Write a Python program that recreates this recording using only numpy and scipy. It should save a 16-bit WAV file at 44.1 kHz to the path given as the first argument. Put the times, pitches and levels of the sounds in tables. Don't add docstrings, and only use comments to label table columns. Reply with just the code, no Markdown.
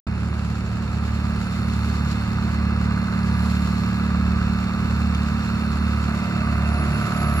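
import sys
import numpy as np
from scipy import signal
from scipy.fft import rfft, irfft
from scipy.io import wavfile
from scipy.ndimage import uniform_filter1d

SR = 44100
rng = np.random.default_rng(int(sys.argv[2]) if len(sys.argv) > 2 else 0)


def wrap_up_sound(samples):
    columns = np.atleast_2d(samples).T
    tamed = np.clip(columns, -1, 1)
    steps = np.round(tamed * 32767).astype(np.int16)
    wavfile.write(sys.argv[1], SR, steps)


N = 326340
TIME = np.arange(N) / SR
FREQS = np.maximum(np.arange(N // 2 + 1) * SR / N, 1)

BLADE_HZ, DROOP_HZ = 36.586, .306
BLADES_PER_CYCLE = 1.96625
BLADE_START, CRANK_OFFSET = .42, -.1
KNOCK_LAG, TICK_LAG = .16, .19
PACK_FROM, PACK_FULL = .39, 1
EMERGE_S, EMERGE_FADE_S = .64, 1.0

# multiple of the blade rate, level in dB, how strongly it follows
# the bank's shielding as a factor, dB gained when packed.
THROB_PARTIALS = [(2, -33.5, 0.8, 6.5), (3, -29.5, 0.14, 1.5), (4, -38, 0, 10.5), (5, -26.5, 0.8, -2),
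                  (6, -28.5, 0.9, -1.5), (7, -41, 2.2, 0), (8, -49.5, 1.0, 1)]
# time in seconds, dB added to partial 3, to partial 5.
THROB_SWELLS = [(0, 1, 1), (1.3, 0.5, -1), (2.2, 0.5, -2.1), (3.2, 0.6, 0.8), (4.301, -1, 1.2),
                (5.6, -3.5, -3), (6.901, -2, -2.5)]
# frequency in Hz, gain in dB.
PACKED_HOUSING = [(330, 1), (370, -4), (430, -16), (540, -9), (585, 0), (622, 2.5), (658, -6), (695, 3),
                  (732, 2.5), (765, -8), (860, -9), (950, -3), (1020, -5), (1080, -8), (1130, -5)]
# centre in seconds, half length in seconds, boost in dB.
SNOW_LUMPS = [(6.79, .05, 4), (7.3, .1, 2)]
# start in seconds, end in seconds, load it builds toward (1 is full).
AUGER_BITES = [(1.0, 2.39, .58), (5.28, 7.4, 1.5)]
# multiple of the engine cycle, level in dB.
EXHAUST_ORDERS = [(4, -26.1), (5, -54), (6, -43), (7, -53), (8, -41), (9, -52), (10, -51), (11, -52),
                  (12, -49), (13, -51), (14, -55), (15, -53), (16, -57), (17, -57), (18, -55), (19, -57),
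                  (20, -58), (21, -58)]
# accents in dB for block knock, valve cover rattle and
CYLINDER_ACCENTS = [(2, -1, 3, .2), (7, 0, 1.5, 0), (-1.5, 1, 0, .16), (-4.5, 0, 0, .12)]
# time in seconds, level in dB.
KNOCK_HITS = [(.328, -32), (2.479, -30), (2.910, -29), (2.974, -32), (3.028, -31), (3.082, -32),
              (3.125, -29), (4.146, -29), (4.414, -28)]
# centre in seconds, half length in seconds, boost in dB.
INJECTOR_SWELLS = [(1.9, 0.5, 1)]
# multiple of the engine cycle, relative level in dB, dB gained when packed.
GEAR_TONES = [(52, -56, 5), (59, -55, 3), (63.93, -49, 9), (69.97, -52, 13), (71.8, -58, 9),
              (73.8, -57, 10), (81.1, -55, 9), (90, -55, 0), (110, -61, 5), (145, -54, 3), (225, -59, 0)]
# time in seconds, level change in dB.
WHISTLE_SWELLS = [(0, -6), (1.0, -1), (2.0, 2), (2.5, -5), (3.45, 6), (4.2, -8), (5.2, -1), (5.5, -3),
                  (5.72, 7), (6.0, -2), (6.65, 2), (7.4, -1)]
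# time in seconds, pitch in Hz.
MOTOR_PITCH = [(0.0, 54.8), (1.79, 52), (4.18, 52.66), (5.89, 48.5), (6.1, 58.1), (7.21, 53.8), (7.4, 59.5)]
# centre in seconds, half length in seconds, flow in dB.
SNOW_PATCHES = [(1.97, 1, 9), (2.75, 0.61, -8.5), (3.556, 0.43, 9), (4.13, .22, -2), (5.6, 0.86, 4),
                (7.136, 0.26, 7.5)]
# time in seconds, level in dB.
CHIP_HITS = [(5.148, -30.5)]

# frequency in Hz, relative level in dB.
RUMBLE_COLOUR = [(25, -18), (45, -11), (70, -6.5), (100, 0), (160, 1), (240, -5.5), (300, -13.5),
                 (400, -14.5), (480, -22.5), (800, -37.5)]
BLOCK_COLOUR = [(500, -10.5), (850, -12), (1050, -6), (1250, 4), (1400, 1), (1550, 0), (1800, -10),
                (2200, -28), (3000, -58)]
COVER_COLOUR = [(1400, 2), (1850, 6.5), (2080, 10), (2350, 6.5), (2700, 12.5), (2900, 1.5), (3080, -3.5),
                (3300, -32), (3550, -2), (3900, -14.5)]
PIPE_COLOUR = [(3400, -15), (3620, 9), (3800, -5.5), (3930, -6), (4180, 4), (4400, 5.5), (4520, -15),
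               (4700, 3), (5000, -12.5), (5500, -2.5), (5900, -10.5)]
CHURN_COLOUR = [(300, -36), (470, 0), (650, -0.5), (850, 1.5), (1000, 0.5), (1300, -8)]
HISS_COLOUR = [(2600, 0), (3400, -5), (4250, 0), (5300, -4), (6200, -10), (7000, -3.5), (7900, -8.5),
               (8500, -28), (9700, -22), (10500, -14), (12000, -17), (12900, -27)]
SPRAY_COLOUR = [(5000, -22), (7500, 11), (8600, -30), (9700, -11), (10600, 5), (12000, 4), (13000, -5)]
CHUTE_COLOUR = [(1800, 0), (2400, 3), (2900, 0), (3300, 7), (3900, -3), (6000, -11), (7500, -7),
                (8800, -22), (11000, -20)]

# frequency in Hz, left minus right in dB.
STEREO_BALANCE = [(60, -2), (140, -2), (310, -5), (470, -4), (710, 3.5), (1070, -4.5), (1620, -3.5),
                  (2440, -3.5), (3700, -0.5), (8400, 3.5), (12700, -0.5)]
# frequency in Hz, lag in seconds.
RIGHT_LAG = [(250, 0.00021), (1300, 0.00011), (2500, 0.00015), (5000, 0.0001965)]


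def impeller(blade, shield_db, packed, growl_db):
    chute_from = 4
    chute = blade - .078
    swells = dict(zip((3, 5), in_time(THROB_SWELLS)))
    throb = growl = 0
    for k, db, follows, packed_db in THROB_PARTIALS:
        turns = k * blade if k < chute_from else k * chute + .5
        level_db = db + follows * shield_db + packed_db * packed + swells.get(k, 0)
        throb += tone(turns, level_db, waver_db=.35, waver_hz=2, jitter=.04)
    for k in range(9, 32):
        partial = tone(k * chute + .35 * rng.random(), growl_db, waver_db=3, waver_hz=18, jitter=.7)
        growl += gain_at(PACKED_HOUSING, k * BLADE_HZ) * partial
    return throb + np.sqrt(packed) * from_db(bumps(SNOW_LUMPS)) * growl


def exhaust(cycle, gain_db):
    uneven_lag, smeared_above = .287, 8
    drone = 0
    for k, db in EXHAUST_ORDERS:
        lag = uneven_lag * (k != len(CYLINDER_ACCENTS))
        smear = rng.random() * (k > smeared_above)
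        drone += from_db(db) * sine(k * (cycle - lag) + smear)
    return from_db(gain_db) * drone


def rumble(blade, level_db, depth, lag, diffuse_hz):
    pumping = 1 + depth * np.cos(2 * np.pi * (blade - lag))
    low_cut = np.minimum(FREQS / diffuse_hz, 1) ** 2
    diffuse = irfft(rfft(rng.standard_normal((2, N))) * low_cut, N)
    return from_db(level_db) * colour(pumping * (rng.standard_normal(N) + diffuse), RUMBLE_COLOUR)


def diesel(cycle, level_db, cover_db):
    knock_db, rattle_db, _, delays = np.transpose(CYLINDER_ACCENTS)
    knocks = firings(cycle - KNOCK_LAG, knock_db, decay=.3, base=.85, uneven_db=1, delays=delays)
    block = clatter(cycle, knocks, BLOCK_COLOUR, repeat=.45, scatter=.27)
    taps = firings(cycle - TICK_LAG, rattle_db, decay=.16, base=1.2, uneven_db=1.6)
    cover = clatter(cycle, taps, COVER_COLOUR, repeat=.3, scatter=.18)
    hard_knocks = strikes(KNOCK_HITS, BLOCK_COLOUR, contact_s=.003)
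    return from_db(level_db) * (block + from_db(cover_db) * cover) + hard_knocks


def injectors(cycle, level_db):
    tick_db = np.array(CYLINDER_ACCENTS)[:, 2]
    ticks = firings(cycle - TICK_LAG, tick_db, decay=.2, base=1.1, uneven_db=2.5)
    rasp = clatter(cycle, ticks, PIPE_COLOUR, repeat=.35, scatter=.4)
    return from_db(level_db + bumps(INJECTOR_SWELLS)) * rasp


def gears(cycle, gain_db, packed):
    tones = sum(tone(k * cycle + rng.random(), db + packed_db * packed, waver_db=3, waver_hz=22, jitter=.79)
                for k, db, packed_db in GEAR_TONES)
    return from_db(gain_db) * tones


def churn(blade, level_db, packed, depth):
    pumping = 1 + depth * packed * np.cos(2 * np.pi * (blade - BLADE_START))
    return from_db(level_db) * colour(scattered_noise(pumping, scatter=.15), CHURN_COLOUR)


def turbo(load, idle_db, boost_db, blur_hz, flutter_hz, echo_gain):
    idle_hz, rise_hz, spool_s = 10399, 1374, .51
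    pole = np.exp(-1 / (spool_s * SR))
    boost = load
    for _ in range(2):
        boost = signal.lfilter([1 - pole], [1, -pole], boost)
    hz = idle_hz + rise_hz * boost + flutter_hz * boost ** 2 * drift(60)
    angle = 2 * np.pi * np.cumsum(hz) / SR
    direct, left, right = [np.sqrt(2) * np.cos(angle + drift(blur_hz)) for _ in range(3)]
    swell_db, = in_time(WHISTLE_SWELLS)
    level_db = idle_db + boost_db * boost ** 1.5 + swell_db + 2 * drift(4)
    return from_db(level_db) * (direct + echo_gain * np.array([left, right]))


def hydraulics(cycle, motor_db, pump_db):
    motor_hz, = in_time(MOTOR_PITCH)
    motor = tone(np.cumsum(motor_hz) / SR, motor_db, waver_db=4.5, waver_hz=2.5, jitter=.059)
    pump = tone(11.43 * cycle, pump_db, waver_db=1.2, waver_hz=2, jitter=.1)
    return motor + pump


def hiss(cycle, level_db, spectrum, grain_db, flutter_db):
    knock_db = np.array(CYLINDER_ACCENTS)[:, 0]
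    ticks = firings(cycle - KNOCK_LAG, knock_db, decay=.35, base=2.4, uneven_db=1.5)
    grains = scattered_noise(ticks * from_db(grain_db * drift(360)), scatter=.98)
    return from_db(level_db + flutter_db * drift(11)) * colour(grains, spectrum)


def strikes(rows, spectrum, contact_s):
    count = 4096
    track, ring = np.zeros(N + count), ringing(spectrum)
    for s, db in rows:
        contact = rng.standard_normal(count) * np.exp(-TIME[:count] / contact_s)
        blow = signal.fftconvolve(contact, ring)[:count]
        start = int(s * SR)
        track[start:start + count] += from_db(db) * blow * np.sqrt(.004 * SR / np.sum(blow ** 2))
    return track[:N]


def engine_load(build_s, release_s):
    load = 0
    for start, end, depth in AUGER_BITES:
        build = 1 - np.exp(-np.clip(TIME - start, 0, end - start) / build_s)
        release = np.exp(-np.maximum(TIME - end, 0) / release_s)
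        load += depth * build * release
    return load


def firings(cycle, accent_db, decay, base, uneven_db, delays=(0, 0, 0, 0)):
    firing = len(accent_db) * cycle
    index = np.floor(firing).astype(int)
    cylinder = index % len(accent_db)
    chance = rng.standard_normal(1024)
    strength = from_db(accent_db[cylinder] + uneven_db * chance[index % len(chance)])
    since = firing - index - np.asarray(delays)[cylinder]
    return rms_one(base + strength * (since >= 0) * np.exp(-np.abs(since) / decay))


def clatter(cycle, blows, spectrum, repeat, scatter, even_s=.16):
    direct, left, right = repeating_noise(cycle, repeat)
    noise = np.sqrt(1 - scatter) * direct + np.sqrt(scatter) * np.array([left, right])
    rattle = colour(blows * noise, spectrum)
    power = uniform_filter1d(np.mean(rattle ** 2, axis=0), int(even_s * SR))
    return rattle / np.sqrt(power)


def repeating_noise(cycle, repeat, morph_hz=.12):
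    count = 2048
    place, angle = cycle % 1 * count, 2 * np.pi * morph_hz * TIME
    pattern = 0
    for weight in (np.cos(angle), np.sin(angle)):
        loops = [np.interp(place, np.arange(count), row) for row in rng.standard_normal((3, count))]
        pattern += weight * np.array(loops)
    return np.sqrt(repeat) * rms_one(pattern) + np.sqrt(1 - repeat) * rng.standard_normal((3, N))


def scattered_noise(envelope, scatter):
    direct = rms_one(envelope * rng.standard_normal(N))
    wide = rms_one(envelope * rng.standard_normal((2, N)))
    return np.sqrt(1 - scatter) * direct + np.sqrt(scatter) * wide


def microphones(x):
    held_hz = np.clip(FREQS, STEREO_BALANCE[0][0], STEREO_BALANCE[-1][0])
    tilt = np.sqrt(gain_at(STEREO_BALANCE, held_hz))
    lag_s = np.interp(FREQS, *np.transpose(RIGHT_LAG))
    delay = np.exp(-2j * np.pi * FREQS * lag_s)
    return irfft(rfft(x) * np.array([tilt, delay / tilt]), N)


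def tone(turns, db, waver_db, waver_hz, jitter):
    shake = jitter * drift(waver_hz) / (2 * np.pi)
    return from_db(db + waver_db * drift(waver_hz)) * sine(turns + shake)


def sine(turns):
    return np.sqrt(2) * np.cos(2 * np.pi * turns)


def drift(hz):
    count = 6144
    f = np.arange(count // 2 + 1) * SR / N
    slow = irfft(rfft(rng.standard_normal(count)) / (1 + (f / hz) ** 2), count)
    return np.interp(TIME, np.linspace(0, TIME[-1], count), rms_one(slow))


def colour(x, spectrum):
    return rms_one(signal.oaconvolve(np.atleast_2d(x), ringing(spectrum)[None], axes=1)[:, :N])


def ringing(spectrum):
    count = 4096
    hz = np.maximum(np.arange(count // 2 + 1), .5) * SR / count
    cepstrum = irfft(np.log(gain_at(spectrum, hz)))
    cepstrum[1:count // 2] *= 2
    cepstrum[count // 2 + 1:] = 0
    return irfft(np.exp(rfft(cepstrum)))


def gain_at(spectrum, hz):
    f, db = np.transpose(spectrum)
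    octaves_outside = np.maximum(np.log2(f[0] / hz), 0) + np.maximum(np.log2(hz / f[-1]), 0)
    return from_db(np.interp(np.log(hz), np.log(f), db) - 20 * octaves_outside)


def in_time(rows):
    s, *columns = np.transpose(rows)
    return [np.interp(TIME, s, column) for column in columns]


def bumps(rows):
    return sum(db * np.exp(-((TIME - s) / half_s) ** 2) for s, half_s, db in rows)


def from_db(db):
    return np.exp(np.asarray(db) * (np.log(10) / 20))


def rms_one(x):
    return x / np.sqrt(np.mean(x ** 2) + 1e-20)


def scene():
    load, flow_db = engine_load(build_s=2, release_s=.11), bumps(SNOW_PATCHES)
    packed = np.clip((load - PACK_FROM) / (PACK_FULL - PACK_FROM), 0, 1)
    hidden = np.exp(-np.maximum(TIME - EMERGE_S, 0) / EMERGE_FADE_S)
    blade = BLADE_START + np.cumsum(BLADE_HZ - DROOP_HZ * load) / SR
    cycle = blade / BLADES_PER_CYCLE + CRANK_OFFSET

    def fader(db, hidden_db, packed_db, flow_share=0):
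        return db + hidden_db * hidden + packed_db * packed + flow_share * flow_db

    engine = (exhaust(cycle, fader(0, hidden_db=-2.8, packed_db=-2.2))
              + gears(cycle, fader(4, hidden_db=-13.5, packed_db=-4), packed)
              + diesel(cycle, fader(-37.5, hidden_db=-4, packed_db=4), cover_db=-4)
              + injectors(cycle, fader(-46.5, hidden_db=-6.5, packed_db=-.5, flow_share=.21))
              + turbo(load, idle_db=-72.5, boost_db=52, blur_hz=30, flutter_hz=70, echo_gain=.6))
    rumble_db = fader(-33, hidden_db=.5, packed_db=2.5)
    blower = (impeller(blade, shield_db=-7.8 * hidden, packed=packed, growl_db=-48.3)
              + rumble(blade, rumble_db, depth=.086, lag=.81, diffuse_hz=423))
    auger = (churn(blade, fader(-41.5, hidden_db=-2, packed_db=-6), packed, depth=.44)
             + hydraulics(cycle, motor_db=-43.5, pump_db=-45))
    hiss_db = fader(-49, hidden_db=-.5, packed_db=2.5, flow_share=.34)
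    spray_db = fader(-59.5, hidden_db=-12, packed_db=0, flow_share=.73)
    snow = (hiss(cycle, hiss_db, HISS_COLOUR, grain_db=-1, flutter_db=2)
            + hiss(cycle, spray_db, SPRAY_COLOUR, grain_db=.5, flutter_db=-1)
            + strikes(CHIP_HITS, CHUTE_COLOUR, contact_s=.0049))
    return microphones(engine + blower + auger + snow)


def record(dry):
    start_s, cutoff_hz = .067, 13100
    fade_in = np.clip((TIME - start_s) / .002, 0, 1)
    high_cut = 1 / np.sqrt(1 + (FREQS / cutoff_hz) ** 400)
    return irfft(rfft(dry * fade_in) * high_cut, N)


dry = scene()
out = record(dry)
wrap_up_sound(out)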